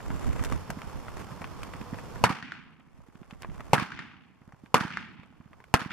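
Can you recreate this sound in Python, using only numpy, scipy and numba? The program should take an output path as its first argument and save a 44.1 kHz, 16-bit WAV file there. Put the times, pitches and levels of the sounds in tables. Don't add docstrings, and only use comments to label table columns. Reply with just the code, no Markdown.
import sys
import numpy as np
from scipy import signal
from scipy.fft import rfft, irfft
from scipy.io import wavfile
from scipy.ndimage import uniform_filter1d
from numba import njit

SR = 44100
rng = np.random.default_rng(int(sys.argv[2]) if len(sys.argv) > 2 else 0)


def wrap_up_sound(samples):
    columns = np.atleast_2d(samples).T
    tamed = np.clip(columns, -1, 1)
    steps = np.round(tamed * 32767).astype(np.int16)
    wavfile.write(sys.argv[1], SR, steps)


N = 261072
TIME = np.arange(N) / SR
# f/Hz, level/dB
RUSH_SPECTRUM = [(100, -22.5), (400, 3.5), (1100, 2), (2400, -9), (4200, -19), (7300, -18.5), (13000, -27),
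                 (14800, -51.5)]


def gunshots(smear_db=-18, smear_t60=0.45, slap_tail_db=-4.5, boom_echo_hz=182.3, lowest_hz=80):
    # t/s, level/dB, ring f/Hz, ring t60/s, boom/dB, boom f/Hz, overtone/dB, scatter/dB, facing fence/dB
    shots = [(2.2395, 35.5, 906, 0.01, -9.5, 220.3, -8, 0.5, -1),
             (3.7329, 35, 858, .015, -9, 195, -19, -0.5, 0.5),
             (4.7431, 34.5, 1010, 0.012, -13.5, 229.6, -14, -3.5, 2),
             (5.7401, 28, 855, 0.0082, -4, 144, -11.5, -13.5, -4)]
    # facing fence/s, right fence/s, sheds/s, far wall/s
    echo_delays = [(.0245, .0615, .1867, .281), (.048, .0884, .187, .2584), (.0652, .1058, .162, .2288),
                   (.0758, .119, .167, .2)]
    # slap/dB, tilt/(dB/octave), t60/s, left minus right/dB, boom/dB, drift/(dB/s)
    reflectors = [(-23, -4, .026, -5.5, -24, -1), (-45, 4.5, 0.019, 2, -20, -3),
                  (-32.5, -4.5, 0.034, 1, -41, -2), (-32, -4.5, 0.016, 0, -60, 1.5)]
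    # f/Hz, level/dB
    slap_spectrum = [(100, -16), (500, -20.5), (900, -11), (1500, 10), (2800, -4.5), (4300, -6.5),
                     (8000, -20), (12500, -29), (15000, -51.5)]
    out, t = np.zeros((2, N)), TIME[:2 ** 13]
    for shot, delays in zip(shots, echo_delays):
        s, db, ring_hz, ring_t60, boom_db, boom_hz, overtone_db, scatter_db, fence_db = shot
        add(out, s, undb(db) * blast(ring_hz, ring_t60, boom_db, boom_hz, overtone_db))
        add(out, s, arena(scatter_db, fence_s=0.048, far_s=delays[2] - 0.012))
        for k, (slap_db, tilt, t60, pan_db, low_db, db_per_s) in enumerate(reflectors):
            gain = undb(db + db_per_s * (s - shots[0][0]) + fence_db * (k == 0))
            tail = undb(slap_tail_db) * fade(t, t60) + undb(smear_db) * fade(t, smear_t60)
            slap = undb(slap_db) * pan(pan_db) * strike(slap_spectrum, tail, tick_s=0.00068, tilt=tilt)
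            boom = undb(low_db) * pan(-10) * thump(boom_echo_hz, cycles=0.49)
            add(out, s + delays[k], -gain * slap)
            add(out, s + delays[k], gain * boom)
    left, right = cut(out, "highpass", lowest_hz)
    return np.array([left, np.append(0, right[:-1])])


def blast(ring_hz, ring_t60, boom_db, boom_hz, overtone_db, overtone_hz=2750, gas_db=-14):
    t = TIME[:SR // 8]
    ring = np.sin(2 * np.pi * ring_hz * t) * fade(t, ring_t60)
    overtone = undb(overtone_db) * np.sin(2 * np.pi * overtone_hz * t) * fade(t, ring_t60)
    boom = undb(boom_db) * np.sin(2 * np.pi * boom_hz * t) * fade(t, t60=0.014)
    gas = undb(gas_db) * noise(RUSH_SPECTRUM, len(t)) * fade(t, t60=0.043)
    return gas - ring - overtone - boom * pan(-2.1)


def arena(scatter_db, fence_s, far_s, patchy_db=1.7, crackle_db=3, bass_hz=400, bass_pan_db=-7):
    # f/Hz, ground/dB, ground t60/s, fence/dB, fence t60/s, far/dB, far t60/s
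    reverberation = [(65, 2.5, 0.06, -21, 0.56, -23, 1), (192, 13, 0.13, -6, 0.46, -13.5, 0.97),
                     (460, 1, 0.17, -10.5, 0.3, -52, 0.91), (1285, 16.5, 0.18, 3, 0.36, -20.5, 1),
                     (2253, 15, 0.095, -1.5, 0.37, -11, 0.72), (4350, 9, 0.096, -6.5, 0.32, -22.5, 0.42),
                     (9000, 0.5, 0.12, -15.5, 0.25, -48, 0.28)]
    out, t = 0, TIME[:3 * 2 ** 14]

    def arrival(db, delay, t60, rise_s):
        return undb(db) * fade(t - delay, t60) * (1 - np.exp(-np.maximum(t - delay, 0) / rise_s))

    for hz, ground_db, ground_t60, fence_db, fence_t60, far_db, far_t60 in reverberation:
        ground = arrival(ground_db + scatter_db, 0, ground_t60, rise_s=0.0019)
        fence = arrival(fence_db + scatter_db, fence_s, fence_t60, rise_s=0.0066)
        far = arrival(far_db, far_s, far_t60, rise_s=0.026)
        envelope = np.sqrt(ground ** 2 + fence ** 2 + far ** 2)
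        side = pan(bass_pan_db / (1 + (hz / bass_hz) ** 2))
        out = out + band(hz, len(t)) * side * envelope * grains(100, patchy_db, len(t))
    crackle = cut(out, "highpass", bass_hz) * grains(300, crackle_db, len(t))
    return cut(out, "lowpass", bass_hz) - crackle


def horse(hoof_hz=175.2, weight_spread_db=2.5, scuff_db=-10, kicked_hz=1200, flight_s=0.025):
    # first hoof t/s, span to the fourth hoof/s, first level/dB, fourth level/dB
    strides = [(-.137, 0.24, -42, -27), (.288, 0.23, -34, -31), (.697, .262, -31.5, -37.5),
               (1.21, 0.2, -42, -37), (1.678, 0.25, -36.5, -27), (1.979, 0.19, -44.5, -40.5),
               (2.74, 0.25, -31, -19), (3.086, 0.24, -26.5, -21.5), (3.488, .21, -23.5, -33),
               (4.021, .28, -25, -26), (4.416, 0.22, -21, -24), (5.06, .245, -24, -21.5),
               (5.402, 0.2, -22.5, -37.5)]
    footfalls = [0, .28, .54, 1]
    # t/s, knock/dB, knock f/Hz, grit/dB
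    loud_clods = [(.104, -35, 1000, -80), (.395, -35.5, 1250, -64), (.438, -34.5, 1090, -39),
                  (.448, -38, 1860, -34.5), (.523, -32.5, 1210, -42.5), (.703, -30, 1090, -37),
                  (.818, -37.5, 1440, -56), (1.083, -39, 1330, -63), (1.418, -36, 1080, -67),
                  (1.443, -36, 1660, -52), (1.632, -37, 1670, -44), (1.737, -38, 1340, -55),
                  (1.943, -38, 1060, -60), (1.987, -41, 1200, -61), (2.159, -38, 950, -58.5),
                  (3.309, -27.5, 1750, -42), (3.421, -32, 1860, -33.5), (3.432, -27, 1530, -53),
                  (3.447, -24.5, 1090, -64), (3.597, -34.5, 990, -56), (3.606, -29, 1300, -48),
                  (4.523, -31, 1240, -49), (5.233, -26.5, 1400, -47), (5.532, -31.5, 1300, -49.5),
                  (5.603, -32, 1080, -50), (5.641, -36, 1530, -48)]
    out, t = np.zeros((2, N)), TIME[:2 ** 12]
    for start, span, first_db, last_db in strides:
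        for share in footfalls:
            hoof_pitch, clod_pitch, weight = rng.standard_normal(3)
            s = start + share * span
            gain = undb(first_db + share * (last_db - first_db) + weight_spread_db * weight)
            hz = hoof_hz * np.exp(0.12 * hoof_pitch)
            scuff = undb(scuff_db) * band(1.2 * hz, len(t)) * fade(t, t60=0.056)
            add(out, s, gain * pan(-7.5) * (thump(hz, cycles=0.55) + scuff))
            kicked = clod(knock_db=-14.5, hz=kicked_hz * np.exp(0.17 * clod_pitch), grit_db=-40.5)
            add(out, s + flight_s * rng.random(), gain * kicked)
    for s, knock_db, hz, grit_db in loud_clods:
        add(out, s, clod(knock_db, hz, grit_db))
    return out


def clod(knock_db, hz, grit_db, crumble_db=-12, grain_db=5, ring_db=3):
    # f/Hz, level/dB
    grit_spectrum = [(500, -6.5), (2500, -4), (4500, 0.5), (7000, -1), (12500, -8), (15500, -16.5)]
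    # f/Hz, level/dB
    body = [(hz / 5, -18), (hz / 4.1, -10), (hz, 0), (hz * 1.1, -6),
            (hz * 2, -11), (hz * 2.97, -25), (hz * 9, -52)]
    t = TIME[:2 ** 12]
    crumble = undb(crumble_db) * fade(t, t60=0.07) * grains(460, grain_db, len(t))
    ring = undb(ring_db) * np.sin(2 * np.pi * 1.47 * hz * t) * fade(t, t60=0.008)
    grit_tail = (fade(t, t60=0.022) + crumble) * grains(1500, grain_db, len(t))
    knock = strike(body, fade(t, t60=0.034) + crumble, tick_s=0.00089)
    grit = strike(grit_spectrum, grit_tail, tick_s=0.00045)
    return undb(knock_db) * (knock + ring) + undb(grit_db) * grit


def dirt(flutter_db=0.8):
    # t/s, level/dB
    swish = [(0, -49.5), (2.2, -50.5), (3.0, -44.5), (3.7, -45.5), (5.92, -52)]
    # peak t/s, half length/s, level/dB
    skids = [(.3, 0.14, -44), (.49, 0.085, -44), (1.19, 0.034, -45.5)]
    crunch = grains(300, spread_db=4.5)
    swish_db = np.interp(TIME, *np.transpose(swish))
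    level = np.sqrt(undb(swish_db) ** 2 + swells(skids))
    return noise(RUSH_SPECTRUM) * level * undb(flutter_db * walk(25)) * crunch


def wind(breeze_db=-47.5, buffet_db=5.5):
    # f/Hz, level/dB
    eddy_spectrum = [(15, -9.5), (30, -7), (70, -2.5), (140, -6), (280, -7), (500, -19), (1000, -33.5),
                     (3000, -57.5)]
    # peak t/s, half length/s, level/dB
    gusts = [(.25, 0.15, -32), (.48, 0.05, -30), (.95, 0.064, -35), (2.8, .3, -34), (3.55, 0.15, -32)]
    eddies = noise(eddy_spectrum, width=[(40, 20), (100, 14), (250, 8.1), (600, 2.2)])
    level = np.sqrt(undb(breeze_db) ** 2 + swells(gusts))
    return eddies * pan(-5) * level * undb(buffet_db * walk(35))


def air(db=-45):
    # f/Hz, level/dB
    air_spectrum = [(20, -14.5), (70, 11), (170, 6), (330, -2.5), (600, -9), (1050, -0.5), (1800, -15.5),
                    (2800, -18.5), (4000, -22), (5300, -22.5), (9000, -33.5), (13300, -30.5),
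                    (14500, -43.5)]
    return noise(air_spectrum) * pan(-4) * undb(db + walk(30))


def lens(waver=0.0066, ramp_s=0.036):
    # start t/s, end t/s, f/Hz, level/dB
    whines = [(0, .5, 7400, -70), (.5, 2.3, 5330, -74), (1.72, 2.3, 491, -58)]
    out = 0
    for start, end, hz, db in whines:
        running = np.clip(np.minimum(TIME - start, end - TIME) / ramp_s, 0, 1)
        phase = 2 * np.pi * np.cumsum(hz * (1 + waver * walk(140))) / SR
        out = out + undb(db) * running * np.sqrt(2) * np.sin(phase)
    return out


def thump(hz, cycles):
    turn = TIME[:2 ** 12] * hz
    return -np.sin(2 * np.pi * turn) * turn / cycles * np.exp(.5 - .5 * (turn / cycles) ** 2)


def strike(spectrum, tail, tick_s, tilt=0):
    size = len(tail)
    gain = colour(spectrum, size, tilt)
    cepstrum = irfft(np.log(gain / np.sqrt(np.mean(gain ** 2))))
    cepstrum[1:size // 2] *= 2
    cepstrum[size // 2 + 1:] = 0
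    drive = noise([(1, 0), (SR, 0)], size) * tail
    drive[:, 0] += np.sqrt(tick_s * SR)
    return irfft(rfft(drive) * np.exp(rfft(cepstrum)))


def noise(spectrum, size=N, width=None):
    # f/Hz, side minus mid/dB
    field_width = [(60, -5.5), (300, -1), (700, -3.5), (1300, -11), (2400, -4), (4400, -1.5), (8000, 0),
                   (15000, -1.5)]
    mid, side = rfft(rng.standard_normal((2, size))) * colour(spectrum, size)
    side = side * colour(width or field_width, size)
    pair = irfft(np.array([mid + side, mid - side]), size)
    return pair / pair.std()


def band(hz, size):
    spectrum = [(hz / 4, -40), (hz / 1.57, -3), (hz, 0), (hz * 1.286, -4), (hz * 2.42, -26), (hz * 5, -70)]
    return noise(spectrum, size)


def colour(spectrum, size, tilt=0):
    hz = np.maximum(np.fft.rfftfreq(size, 1 / SR), 1)
    at, db = np.transpose(spectrum)
    octaves = np.log2(np.maximum(hz / 1000, .5))
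    return undb(np.interp(np.log(hz), np.log(at), db) + tilt * octaves)


def grains(rate, spread_db, size=N):
    gain = undb(spread_db * walk(rate, size))
    return gain / np.sqrt(np.mean(gain ** 2))


def walk(rate, size=N):
    hold = max(int(SR / rate), 1)
    return 1.015 * uniform_filter1d(rng.standard_normal(size)[np.arange(size) // hold], hold)


def swells(rows):
    return sum(undb(db) ** 2 * np.exp(-((TIME - s) / half) ** 2) for s, half, db in rows)


def fade(t, t60):
    return (t >= 0) * 1000. ** (-np.maximum(t, 0) / t60)


def cut(sound, kind, hz):
    return signal.sosfilt(signal.butter(2, hz, kind, fs=SR, output="sos"), sound)


def undb(db):
    return 10 ** (np.asarray(db) / 20)


def pan(db):
    return undb(np.array([[db], [-db]]) / 2)


def add(out, s, sound):
    start = int(s * SR)
    if 0 <= start < N:
        out[:, start:start + sound.shape[-1]] += sound[..., :N - start]


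@njit
def follow(x, attack, release):
    out, level = np.empty(len(x)), 1e-6
    for i in range(len(x)):
        level = level + (x[i] - level) * attack if x[i] > level else level * release
        out[i] = level
    return out


def scene():
    return gunshots() + horse() + dirt() + wind() + air() + lens()


def record(dry, attack_s=0.0012, recover_db_per_s=19, target=0.41, ceiling=0.49, top_hz=15500):
    # f/Hz, width/Hz
    notches = [(3930, 160), (7880, 78)]
    level = follow(np.abs(dry).max(axis=0), 1 / (attack_s * SR), float(undb(-recover_db_per_s / SR)))
    out = np.clip(dry * np.minimum(1, target / level), -ceiling, ceiling)
    for hz, width in notches:
        out = signal.lfilter(*signal.iirnotch(hz, hz / width, fs=SR), out)
    return signal.sosfilt(signal.ellip(8, .2, 70, top_hz, fs=SR, output="sos"), out)


dry = scene()
out = record(dry)
wrap_up_sound(out)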